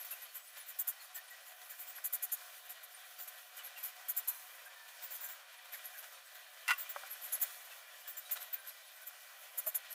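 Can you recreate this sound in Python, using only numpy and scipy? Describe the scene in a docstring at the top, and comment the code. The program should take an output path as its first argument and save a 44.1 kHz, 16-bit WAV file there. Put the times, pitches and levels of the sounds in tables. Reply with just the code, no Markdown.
"""Two cockatiels on a perch

Two cockatiels shift and preen on a wooden perch in a wire cage, in a quiet room. Claws rasp on the bark
in quick runs: shaped noise with narrow resonances. Small ticks and squeaks are ragged, gliding tones.
Wires, a clatter against the cage and dull bumps on the perch ring as fading tones, the last two with
bursts of noise. Steady shaped noise makes the room and the feathers; faint whines and a hum come and go."""
import sys
import numpy as np
from scipy import signal
from scipy.fft import rfft, irfft
from scipy.io import wavfile
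from scipy.ndimage import map_coordinates

SR = 44100
rng = np.random.default_rng(int(sys.argv[2]) if len(sys.argv) > 2 else 0)


def store_wav(level_fs):
    """Save 16-bit WAV to argv[1]."""
    pcm = np.round(np.clip(np.atleast_2d(level_fs), -1, 1) * 32767)
    wavfile.write(sys.argv[1], SR, pcm.T.astype(np.int16))


N = 438354  # length in samples
TIME = np.arange(N) / SR  # seconds
HZ = np.maximum(np.arange(N // 2 + 1) * SR / N, 1)  # frequencies of the spectrum, never zero

# Level of the room noise before its overall gain. Each row: time in seconds, level in dB.
ROOM_LEVEL = [(0.0, -56.5), (0.45, -60), (1.25, -59), (2.0, -58), (2.45, -57), (2.85, -58.5), (3.48, -58.5),
              (3.77, -57), (4.95, -58), (5.09, -57), (5.59, -58), (5.81, -56), (6.37, -59.5), (6.87, -54.5),
              (8.03, -58), (8.25, -57), (9.08, -59), (9.94, -57.5)]
# Broad colour of the room noise. Each row: frequency in Hz, relative strength in dB per Hz.
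ROOM_COLOUR = [(30, -22.5), (120, -29.5), (280, -30.5), (400, -17.5), (540, -4), (850, -2), (1250, 1.5),
               (1600, 2), (2100, -1), (3300, 2), (5000, -4), (8000, -7), (15000, -8.5)]
# Hollow resonances of the cage. Each row: frequency in Hz, width in Hz, lift in dB.
CAGE_PEAKS = [(545, 40, 5), (646, 31, 6.5), (727, 23.4, 13), (1028, 54, 3.5), (1067, 40, 4),
              (1467, 160, 6.5), (1597, 45, 5), (1747, 26, 6.5), (1956, 108, 9), (2374, 160, 6.5),
              (3360, 79, 0.5), (3080, 74, 2)]
# Level of the feather rustle before its overall gain. Each row: time in seconds, level in dB.
RUSTLE_LEVEL = [(0.0, -53.5), (0.69, -60.5), (1.3, -64.5), (1.65, -55.5), (2.1, -59.5), (2.3, -57),
                (2.45, -54), (2.8, -61.5), (3.1, -57.5), (3.49, -59), (3.85, -62.5), (4.2, -62),
                (4.35, -50.5), (4.73, -63.5), (5.2, -58), (5.48, -68), (5.95, -55), (6.14, -63),
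                (7.17, -56.5), (7.5, -51.5), (7.8, -60.5), (8.36, -57), (8.78, -61.5), (9.66, -56),
                (9.94, -68)]
# Broad colour of the feathers. Each row: frequency in Hz, relative strength in dB per Hz.
FEATHER_COLOUR = [(400, -50), (3000, -35.5), (6000, -2.5), (7500, -6), (10000, -1), (12000, 3.5),
                  (15400, 2)]
# After a stroke the feathers settle: level relative to the stroke (dB), time to fall by 60 dB (s).
SETTLE_DB, SETTLE_T60_S = -38, 1.3
# Faint thin whines. Each row: start in seconds, length in seconds, level in dB, pitch in Hz.
WHINES = [(-1.5, 9, -71, 735), (1.14, .08, -54, 1815), (0.5, 0.17, -62, 1745), (1.29, .08, -56.5, 1920),
          (1.7, 0.063, -58, 1740), (4, 2.1, -72, 950), (4.236, 0.16, -59.5, 960), (4.24, 0.17, -59, 4100),
          (4, 0.15, -65, 3200), (4.5, .55, -62.5, 1765), (5.101, 0.33, -63, 1603), (6, 1.3, -67, 1757),
          (8, 0.22, -65, 1760), (8.5, .2, -58.5, 1560), (8.88, 0.24, -63, 1510)]

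# Thin ticks. Each row: start in seconds, level in dB.
TICKS = [(-.012, -44.5), (0.212, -47), (1.944, -47), (3.632, -45), (3.767, -48), (3.824, -38.5),
         (5.716, -44.5), (5.836, -44), (5.968, -47.5), (7.097, -42), (7.209, -45), (7.345, -57),
         (7.394, -40), (8.4, -45.5), (8.662, -44.5), (9.896, -44.5)]
TICK_S, TICK_HZ = 0.043, 11850  # time scale of the pressure (s), middle pitch (Hz)

# A foot scuffs the wood without a rasp. Each row: start in seconds, level in dB.
SCUFFS = [(.105, -64), (0.554, -56.5), (1.16, -62), (1.32, -61), (1.385, -64), (1.608, -57.5), (2.4, -57.5),
          (3.195, -61), (3.66, -62), (3.581, -58), (3.755, -61), (3.82, -76), (3.95, -58), (4.03, -80),
          (4.39, -62), (4.46, -61), (4.876, -56.5), (5.008, -58.5), (5.28, -72), (5.645, -56.5),
          (5.715, -66), (6.025, -53), (6.346, -54), (6.53, -58.5), (7.275, -55), (7.33, -74), (7.424, -51),
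          (7.703, -54.5), (8.29, -53), (8.354, -49), (9.43, -67)]
SCUFF_S = 0.031
# Colour of rubbed wood. Each row: frequency in Hz, relative strength in dB per Hz.
RUB_COLOUR = [(100, -36), (350, -29.5), (560, -6.5), (900, -5), (1500, -1), (2300, -3.5), (3400, -1),
              (5000, -6.5), (9000, -7)]
# The wood under a firm stroke (dB), and the share of a stroke's level that it follows.
RUB_DB, RUB_FOLLOWS = -54.5, 0.29

# Claw strokes. Each row: start in seconds, length in seconds, rasp level in dB, sharpness in dB,
# pitch in Hz.
SCRATCHES = [(0.042, 0.027, -44, 13, 11500), (0.103, 0.04, -40.5, -20, 11650),
             (0.342, 0.04, -43, -13, 11900), (0.565, 0.038, -50, 4, 11400), (0.674, 0.042, -45, 2, 11600),
             (0.785, 0.033, -31.5, -3, 11800), (0.87, 0.034, -31.5, -3, 11800),
             (0.999, 0.061, -53.5, 0, 11200), (1.142, 0.045, -43, -5, 12000), (1.452, 0.06, -54, 4, 11300),
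             (1.692, 0.035, -45, 8, 11500), (1.78, 0.063, -45, 4, 11660), (1.864, 0.053, -46, 13, 11900),
             (2.038, 0.033, -33, -2, 11440), (2.124, 0.034, -31.5, -1, 11670), (2.222, 0.03, -33, 1, 11280),
             (2.315, 0.03, -31.5, -4, 11530), (2.688, 0.036, -44.5, -2, 11560),
             (2.828, 0.026, -48.5, -14, 11460), (3.18, 0.061, -44.5, 10, 11600),
             (3.272, 0.023, -44.5, -7, 11400), (3.561, 0.032, -47.5, 2, 11200),
             (3.841, 0.057, -45.5, 2, 11550), (4.08, 0.034, -32.5, 0, 11450), (4.162, 0.033, -31, 0, 11770),
             (4.272, 0.035, -30.5, -2, 11440), (5.016, 0.05, -43, 18, 11700),
             (5.101, 0.047, -43.5, 12, 11800), (5.131, 0.045, -44, 5, 11150), (5.2, 0.037, -44, 17, 11800),
             (5.228, 0.041, -41, 5, 11540), (5.275, 0.063, -45.5, 11, 11800), (5.73, 0.038, -53, 1, 11600),
             (6.771, 0.061, -39.5, 12, 11860), (6.889, 0.03, -38.5, 18, 12000),
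             (7.229, 0.046, -44, -4, 11500), (7.319, 0.035, -31.5, -4, 11290),
             (7.412, 0.029, -28, 4, 11760), (8.068, 0.047, -42.5, 6, 11900),
             (8.165, 0.033, -41.5, 9, 11400), (8.308, 0.034, -31.5, 5, 11760),
             (8.526, 0.027, -33.5, 32, 11320), (9.063, 0.028, -42.5, 7, 11400),
             (9.573, 0.027, -32.5, 2, 11320), (9.66, 0.035, -32, 6, 11400), (9.742, 0.03, -30.5, 0, 11400)]
# Colour of a claw on bark, before the pitch shift. Each row: frequency in Hz, strength in dB per Hz.
RASP_COLOUR = [(400, -60), (3000, -46.5), (5500, -28), (6900, -8.5), (8000, -13.5), (9400, -16),
               (10500, -5.5), (11500, -3.5), (12500, -2), (14000, -2), (15200, -4.5), (16500, -24.5)]
# Its narrow resonances, before the pitch shift. Each row: frequency in Hz, width in Hz, lift in dB.
RASP_PEAKS = [(7200, 190, 6.5), (7820, 150, 5), (8630, 130, 11), (9980, 200, 8.5), (11400, 200, 12),
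              (12350, 350, -3), (13100, 220, 7.5), (13880, 220, 10.5), (14500, 150, 1.5), (14800, 200, 7.5)]
# The stroke pitch that leaves the resonances in place (Hz), and how they sink in a stroke (share per s).
RASP_HZ, RASP_SAG_PER_S = 11490, 0.22
FIRM_DB = -32  # rasp level of a firm stroke
# Lower hiss of a firm stroke (dB); it grows with a sharper edge and with a lighter touch (dB per dB).
HISS_DB, HISS_PER_SHARP, HISS_PER_LIGHT = -0.5, 0.61, 0.17
# Faint grazes between the strokes: mean level (dB), most they stray from it (dB), length (s).
GRAZE_DB, GRAZE_SPREAD_DB, GRAZE_S = -55, 2, 0.025

# The clearest tiny squeaks. Each row: start in seconds, level in dB, pitch in Hz.
SQUEAKS = [(.06, -59, 5900), (.12, -53, 2680), (.285, -60, 4370), (.467, -56, 9060), (.475, -59, 10200),
           (.53, -56, 10500), (.597, -50, 9870), (.995, -54.5, 4260), (1.146, -51, 7630),
           (2.545, -67, 4750), (2.56, -57, 9250), (2.94, -50, 9150), (3.18, -59, 4700), (3.585, -52, 2950),
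           (3.757, -54, 2760), (4.658, -50.5, 1604), (5.148, -58, 6130), (5.245, -58, 6150),
           (5.944, -51, 1630), (7.709, -55.5, 2650), (8.164, -51, 7270), (8.25, -54.5, 3840),
           (8.69, -59, 4080), (8.36, -55, 3870)]
# Brushes against the wires. Each row: start in seconds, level in dB, pitch in Hz.
WIRES = [(.36, -62, 7900), (4.29, -69, 7951), (4.291, -62, 10360), (4.29, -67, 11500), (4.292, -60, 11919),
         (7.44, -62, 3400), (7.439, -61, 7000), (7.441, -60.5, 8300), (7.44, -62, 10500)]
# Small gritty taps of a beak or claw on wood. Each row: start in seconds, level in dB, pitch in Hz,
# time to fall by 60 dB in seconds.
TAPS = [(1.984, -41, 1520, 0.028), (5.737, -47.5, 1990, 0.11), (7.498, -49.5, 1500, 0.044),
        (8.369, -56, 1840, 0.038)]
# A hollow hum. The one row: start in seconds, length in seconds, level in dB, pitch in Hz, width in Hz.
HUM = (6, 5, -74.5, 630, 83.5)

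# Contacts of the clatter. Each row: start in seconds, grind in dB relative to the other contacts,
# crack in dB, ping of the bar in dB.
CLATTER = [(6.6796, -9, -34.5, -30), (6.688, -1.5, -52, -35), (6.692, -0.5, -51.5, -40),
           (6.699, -5, -44, -40), (6.706, 6.5, -36.5, -32), (6.711, 0.5, -54, -45), (6.725, -12, -54, -40),
           (6.733, -17, -49, -39)]
# What the clatter rings with. Each row: frequency in Hz, relative level in dB,
# time to fall by 60 dB in seconds.
CLATTER_MODES = [(1030, -25, 0.14), (1107, -3, 0.16), (1166, -2, 0.14), (1240, -3, 0.09), (1310, -3, 0.06),
                 (1450, 12, 0.055), (1960, 11.5, 0.036), (2040, -5, 0.073), (2420, -4, 0.068),
                 (2510, -5, 0.07), (2735, 0.5, 0.078), (3360, -5.5, 0.05), (3880, -15, 0.035),
                 (4870, -8.5, 0.048)]
# Colour of a crack. Each row: frequency in Hz, relative strength in dB per Hz.
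CRACK_COLOUR = [(100, -30), (400, -29), (800, -16), (2000, 22), (2800, 21.5), (3500, 14.5),
                (5500, 12.5), (11000, 13), (15500, 9.5)]
GRIND_T60_S = 0.029

# Dull bumps on the perch. Each row: start in seconds, level in dB, pitch in Hz,
# time to fall by 60 dB in seconds, thud in dB, softness of the contact in seconds.
BUMPS = [(6.9575, -43, 572, 0.098, -49, 0.0036), (6.9605, -27, 800, 0.018, -35.5, .0025),
         (7.031, -41, 770, 0.067, -37.5, 0.0027), (9.664, -26, 634, 0.056, -29.5, .012)]
# Colour of a thud. Each row: frequency in Hz, relative strength in dB per Hz.
THUD_COLOUR = [(50, -24), (200, -16), (400, -22), (600, 3), (1300, 12), (2000, 1), (3200, -14), (6000, -23)]

CUTOFF_HZ = 15550


def from_db(db):
    """Turn decibels into gain."""
    return 10 ** (np.asarray(db) / 20)


def rms_one(x):
    """Scale a sound so that its average strength (rms) is one."""
    return x / np.sqrt(np.mean(x ** 2) + 1e-20)


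def add(out, start, sound):
    """Mix a sound in at a time in seconds, dropping what lies outside the scene."""
    at = int(start * SR)
    sound, at = sound[max(0, -at):], max(0, at)
    out[at:at + len(sound)] += sound[:max(0, N - at)]


def during(x, start, envelope):
    """Take the stretch of a running sound that lies under an envelope."""
    places = max(0, int(start * SR)) + np.arange(len(envelope))
    return np.take(x, places, mode="wrap") * envelope


def level(curve):
    """Gain over time from a curve of seconds and dB."""
    return from_db(np.interp(TIME, *np.transpose(curve)))


def drift(rate):
    """Smoothed noise that wanders by chance with an rms of one; a higher rate in Hz wanders faster."""
    r = np.exp(-2 * np.pi * rate / SR)
    return rms_one(signal.lfilter([1], [1, -2 * r, r * r], rng.standard_normal(N)))


def flutter(width_hz):
    """Slow complex noise that smears a tone into a ragged band; its two parts share an rms of one."""
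    low = signal.butter(2, width_hz / 2, fs=SR, output="sos")
    a, b = rms_one(signal.sosfilt(low, rng.standard_normal((2, N))))
    return a + 1j * b


def ragged_tone(band, start, envelope, pitch):
    """A tone of changing pitch in Hz, made uneven by a flutter band."""
    turns = np.cumsum(pitch) / SR
    return np.real(during(band, start, envelope) * np.exp(2j * np.pi * turns))


def friction(grain_db, grain_rate):
    """Noise of countless tiny slips that come in clumps, as its level wanders by chance."""
    return rng.standard_normal(N) * from_db(grain_db * drift(grain_rate))


def colour(x, spectrum, peaks=()):
    """Give a sound a broad spectrum with resonances standing on it; the rms becomes one."""
    hz, db = np.transpose(spectrum)
    level_db = np.interp(np.log(HZ), np.log(hz), db)
    for centre, width, lift_db in peaks:
        level_db = level_db + lift_db / (1 + (2 * (HZ - centre) / width) ** 2)
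    return rms_one(irfft(rfft(x) * from_db(level_db), N))


def stroke(length, rise, tail_db, tail_t60):
    """Pressure of one stroke: a swelling bite, a slower release, then a faint tail in the room."""
    t = TIME[:SR // 3]
    bite = 1 - np.exp(-(t / (rise * length)) ** 1.5)
    release = np.exp(-(t / length) ** 3)
    tail = from_db(tail_db - 60 * t / tail_t60)
    return bite * np.hypot(release, tail)


def mode(hz, t60):
    """A struck object's tone: a sine of height one that falls by 60 dB in t60 seconds."""
    t = TIME[:SR]
    return np.sin(2 * np.pi * hz * t) * from_db(-60 * t / t60)


def between_bars(x, echo_gain, spread_s, count=10):
    """Short echoes from the cage comb the sound with many narrow peaks."""
    lags = (rng.uniform(0.05, 1, count) * spread_s * SR).astype(int)
    signs = rng.choice([-1, 1], count)
    return x + echo_gain * sum(sign * np.roll(x, lag) for sign, lag in zip(signs, lags))


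def wandering(x, share, rate):
    """Slide the resonances of a steady noise slowly up and down by varying its playing speed."""
    return map_coordinates(x, [np.cumsum(1 + share * drift(rate))], order=5, mode="mirror")


def patchy(x, depth_db, rate, count=9):
    """Let each part of the spectrum swell and fade a little on its own."""
    spectrum, out = rfft(x), 0
    place = np.interp(np.log(HZ), np.log([600, 5000]), [0, count - 1])
    for k in range(count):
        part = irfft(spectrum * np.maximum(1 - abs(place - k), 0), N)
        out = out + part * from_db(depth_db * drift(rate))
    return rms_one(out)


def room_noise(gain_db):
    """Steady room noise, coloured by echoes and resonances of the cage that slide and flicker a little."""
    grain = friction(grain_db=1.12, grain_rate=18)
    room = colour(between_bars(grain, echo_gain=0.14, spread_s=0.02), ROOM_COLOUR, CAGE_PEAKS)
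    room = wandering(room, share=0.004, rate=1)
    return from_db(gain_db) * level(ROOM_LEVEL) * patchy(room, depth_db=1.18, rate=4)


def feather_rustle(gain_db):
    """Fine friction of the feathers' barbs, following a level curve and stirred more by claw strokes."""
    barbs = friction(grain_db=1.6, grain_rate=14)
    feathers = colour(between_bars(barbs, echo_gain=0.19, spread_s=0.008), FEATHER_COLOUR)
    return np.hypot(from_db(gain_db) * level(RUSTLE_LEVEL), settling()) * feathers


def settling():
    """Each stroke ruffles the feathers by its strength; the rustle builds over a run and dies away."""
    power = np.zeros(N)
    for start, length, db, _, _ in SCRATCHES:
        fading_db = db + SETTLE_DB - 60 * TIME[:SR] / SETTLE_T60_S
        add(power, start + length, from_db(fading_db) ** 2)
    return np.sqrt(power)


def whines(waver, ragged):
    """Weak tones swell and fade, never quite steady in pitch or strength."""
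    out, wobble = np.zeros(N), drift(9.4)
    band = (1 + ragged * flutter(width_hz=55)) / np.sqrt(1 + 2 * ragged ** 2)
    for start, length, db, hz in WHINES:
        swell = signal.windows.tukey(int(length * SR), 0.8)
        pitch = hz * (1 + waver * during(wobble, start, swell))
        add(out, start, from_db(db) * ragged_tone(band, start, swell, pitch))
    return out


def ticks(width_hz, glide, scrape_db):
    """A brief catch squeaks in a ragged band that sinks as pressure eases, over a weak broad scrape."""
    out, t, band = np.zeros(N), TIME[:SR // 3], flutter(width_hz)
    # differences between neighbouring samples favour the treble
    scrape = rms_one(np.diff(friction(grain_db=-7.0, grain_rate=130), prepend=0))
    pressure = stroke(TICK_S, rise=0.32, tail_db=-17, tail_t60=0.2)
    pitch = TICK_HZ * (1 + glide * (0.5 - np.minimum(t / TICK_S, 1)))
    for start, tick_db in TICKS:
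        squeak = ragged_tone(band, start, pressure, pitch)
        rough = from_db(scrape_db) * during(scrape, start, pressure)
        add(out, start, from_db(tick_db) * (squeak + rough))
    return out


def wood_rub(tick_rub_db):
    """Strokes, ticks and scuffs stir the perch and cage, lower and softer; firmer strokes stir them more."""
    out = np.zeros(N)
    rub = colour(friction(grain_db=2.5, grain_rate=230), RUB_COLOUR, CAGE_PEAKS)
    touches = [(start, length, RUB_DB + RUB_FOLLOWS * (db - FIRM_DB))
               for start, length, db, _, _ in SCRATCHES]
    touches += [(start, TICK_S, tick_rub_db) for start, _ in TICKS]
    touches += [(start, SCUFF_S, db) for start, db in SCUFFS]
    for start, length, rub_db in touches:
        pressure = stroke(length, rise=0.16, tail_db=-1, tail_t60=0.35)
        add(out, start, from_db(rub_db) * during(rub, start, pressure))
    return out


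def scratches():
    """A claw drags over bark, its resonances sinking; edge sets the top, edge and touch the lower hiss."""
    rasp = colour(friction(grain_db=1.5, grain_rate=860), RASP_COLOUR, RASP_PEAKS)
    top = irfft(rfft(rasp) / (1 + np.exp((13600 - HZ) / 450)), N)
    hiss = irfft(rfft(rasp) * np.exp(-((HZ - 7500) / 1000) ** 2), N)
    out, t = np.zeros(N), TIME[:SR // 3]
    for start, length, rasp_db, sharp_db, hz in list(SCRATCHES) + grazes():
        hiss_db = HISS_DB + HISS_PER_SHARP * sharp_db + HISS_PER_LIGHT * (FIRM_DB - rasp_db)
        pressure = stroke(length, rise=0.26, tail_db=-27, tail_t60=0.26)
        # top and hiss are already in the rasp once, hence the minus one
        shares = ((rasp, 1), (top, from_db(sharp_db) - 1), (hiss, from_db(hiss_db) - 1))
        contact = sum(share * during(part, start, pressure) for part, share in shares)
        # playing the contact faster or slower moves its resonances
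        speed = hz / RASP_HZ + RASP_SAG_PER_S * (length / 2 - np.minimum(t, length))
        contact = map_coordinates(contact, [np.cumsum(speed)], order=5)
        # every stroke falls on another spot, so the nearby bars colour it anew
        echoed = between_bars(contact, echo_gain=0.18, spread_s=0.004)
        strength = np.sqrt(np.mean(pressure ** 2))
        add(out, start, from_db(rasp_db) * rms_one(echoed) * strength)
    return out


def grazes(count=22):
    """Faint strokes, one at a random moment in each equal slice of time, as rows like the claw strokes."""
    rows = []
    for k, (when, size, edge) in enumerate(rng.random((count, 3))):
        start = (k + when) / count * N / SR
        graze_db = GRAZE_DB + GRAZE_SPREAD_DB * (2 * size - 1)
        sharp_db = 5 * (2 * edge - 1)
        rows.append((start, GRAZE_S, graze_db, sharp_db, RASP_HZ))
    return rows


def squeaks(length, glide, ragged, faint_db, count=90):
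    """Tiny ragged pips from beaks and claws, sinking slightly: a few clear ones among many faint high ones."""
    out, t = np.zeros(N), TIME[:SR // 3]
    band = (1 + ragged * flutter(width_hz=230)) / np.sqrt(1 + 2 * ragged ** 2)
    pressure = stroke(length, rise=0.12, tail_db=-11.0, tail_t60=0.16)
    faint = [(when * N / SR, faint_db + 3 * size, 8000 + 7000 * height)
             for when, size, height in rng.random((count, 3))]
    for start, db, hz in list(SQUEAKS) + faint:
        pitch = hz * (1 + glide * (0.5 - np.minimum(t / length, 1)))
        add(out, start, from_db(db) * ragged_tone(band, start, pressure, pitch))
    return out


def wires(t60):
    """Brushed cage wires sing on for a moment as fading tones."""
    out = np.zeros(N)
    for start, db, hz in WIRES:
        add(out, start, from_db(db) * mode(hz, t60))
    return out


def taps(width_hz, grit_db):
    """A light tap excites one broad resonance of the wood, with a little grit."""
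    out, t, band = np.zeros(N), TIME[:SR // 4], flutter(width_hz)
    grit = colour(friction(grain_db=13, grain_rate=540), RUB_COLOUR, CAGE_PEAKS)
    for start, db, hz, t60 in TAPS:
        onset = 1 - np.exp(-t / 0.00089)
        decay = from_db(db - 60 * t / t60) * onset
        body = np.real(during(band, start, decay) * np.exp(2j * np.pi * hz * t))
        add(out, start, body + from_db(grit_db) * during(grit, start, decay))
    return signal.sosfilt(signal.butter(4, 600, "high", fs=SR, output="sos"), out)


def hum():
    """A narrow band of noise, heard as a hollow hum, swells and fades."""
    start, length, db, hz, width_hz = HUM
    edges = [hz - width_hz / 2, hz + width_hz / 2]
    band = signal.butter(2, edges, "band", fs=SR, output="sos")
    out, noise = np.zeros(N), rms_one(signal.sosfilt(band, rng.standard_normal(N)))
    swell = signal.windows.tukey(int(length * SR), 0.2)
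    add(out, start, from_db(db) * during(noise, start, swell))
    return out


def clatter(ring_db, crack_t60):
    """A hard thing rattles along the cage: contacts crack, ping a bar, and grind to drive the modes."""
    grind, hits, t = np.zeros(N), np.zeros(N), TIME[:SR // 4]
    slips = rng.standard_normal(N)
    crack = colour(friction(grain_db=3, grain_rate=600), CRACK_COLOUR)
    for start, grind_db, crack_db, ping_db in CLATTER:
        add(grind, start, from_db(grind_db) * during(slips, start, from_db(-60 * t / GRIND_T60_S)))
        add(hits, start, from_db(crack_db) * during(crack, start, from_db(-60 * t / crack_t60)))
        add(hits, start, from_db(ping_db) * mode(hz=2710, t60=0.072))
    ring = np.zeros(N)
    for hz, db, t60 in CLATTER_MODES:
        driven = signal.oaconvolve(grind, mode(hz, t60)[:len(t)])[:N]
        ring += from_db(db) * rms_one(driven)
    high = signal.butter(6, 880, "high", fs=SR, output="sos")
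    return signal.sosfilt(high, from_db(ring_db) * rms_one(ring) + hits)


def bumps(thud_t60):
    """A foot lands softly: one low mode of the perch and a short thud of noise."""
    out, thud, t = np.zeros(N), colour(rng.standard_normal(N), THUD_COLOUR), TIME[:SR]
    for start, db, hz, t60, thud_db, contact_s in BUMPS:
        ring = from_db(db) * mode(hz, t60)
        dull = from_db(thud_db) * during(thud, start, from_db(-60 * t / thud_t60))
        onset = 1 - np.exp(-(t / contact_s) ** 2)
        add(out, start, (ring + dull) * onset)
    return out


def scene():
    """The birds, the cage and the room, added together in one channel."""
    background = room_noise(gain_db=1.5) + feather_rustle(gain_db=-0.5)
    tones = whines(waver=0.004, ragged=0.9) + hum()
    claws = ticks(width_hz=860, glide=0.06, scrape_db=-6.5) + wood_rub(tick_rub_db=-59.5) + scratches()
    pips = squeaks(length=0.03, glide=0.008, ragged=0.56, faint_db=-63)
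    wood_taps = taps(width_hz=620, grit_db=-5.5)
    cage = wires(t60=1.0) + clatter(ring_db=-53.5, crack_t60=0.072) + bumps(thud_t60=0.04)
    return (background + tones + claws + pips + wood_taps + cage)[None]


def record(dry):
    """Cut the very top of the treble steeply."""
    return irfft(rfft(dry) / np.sqrt(1 + (HZ / CUTOFF_HZ) ** 500), N)


dry = scene()
out = record(dry)
store_wav(out)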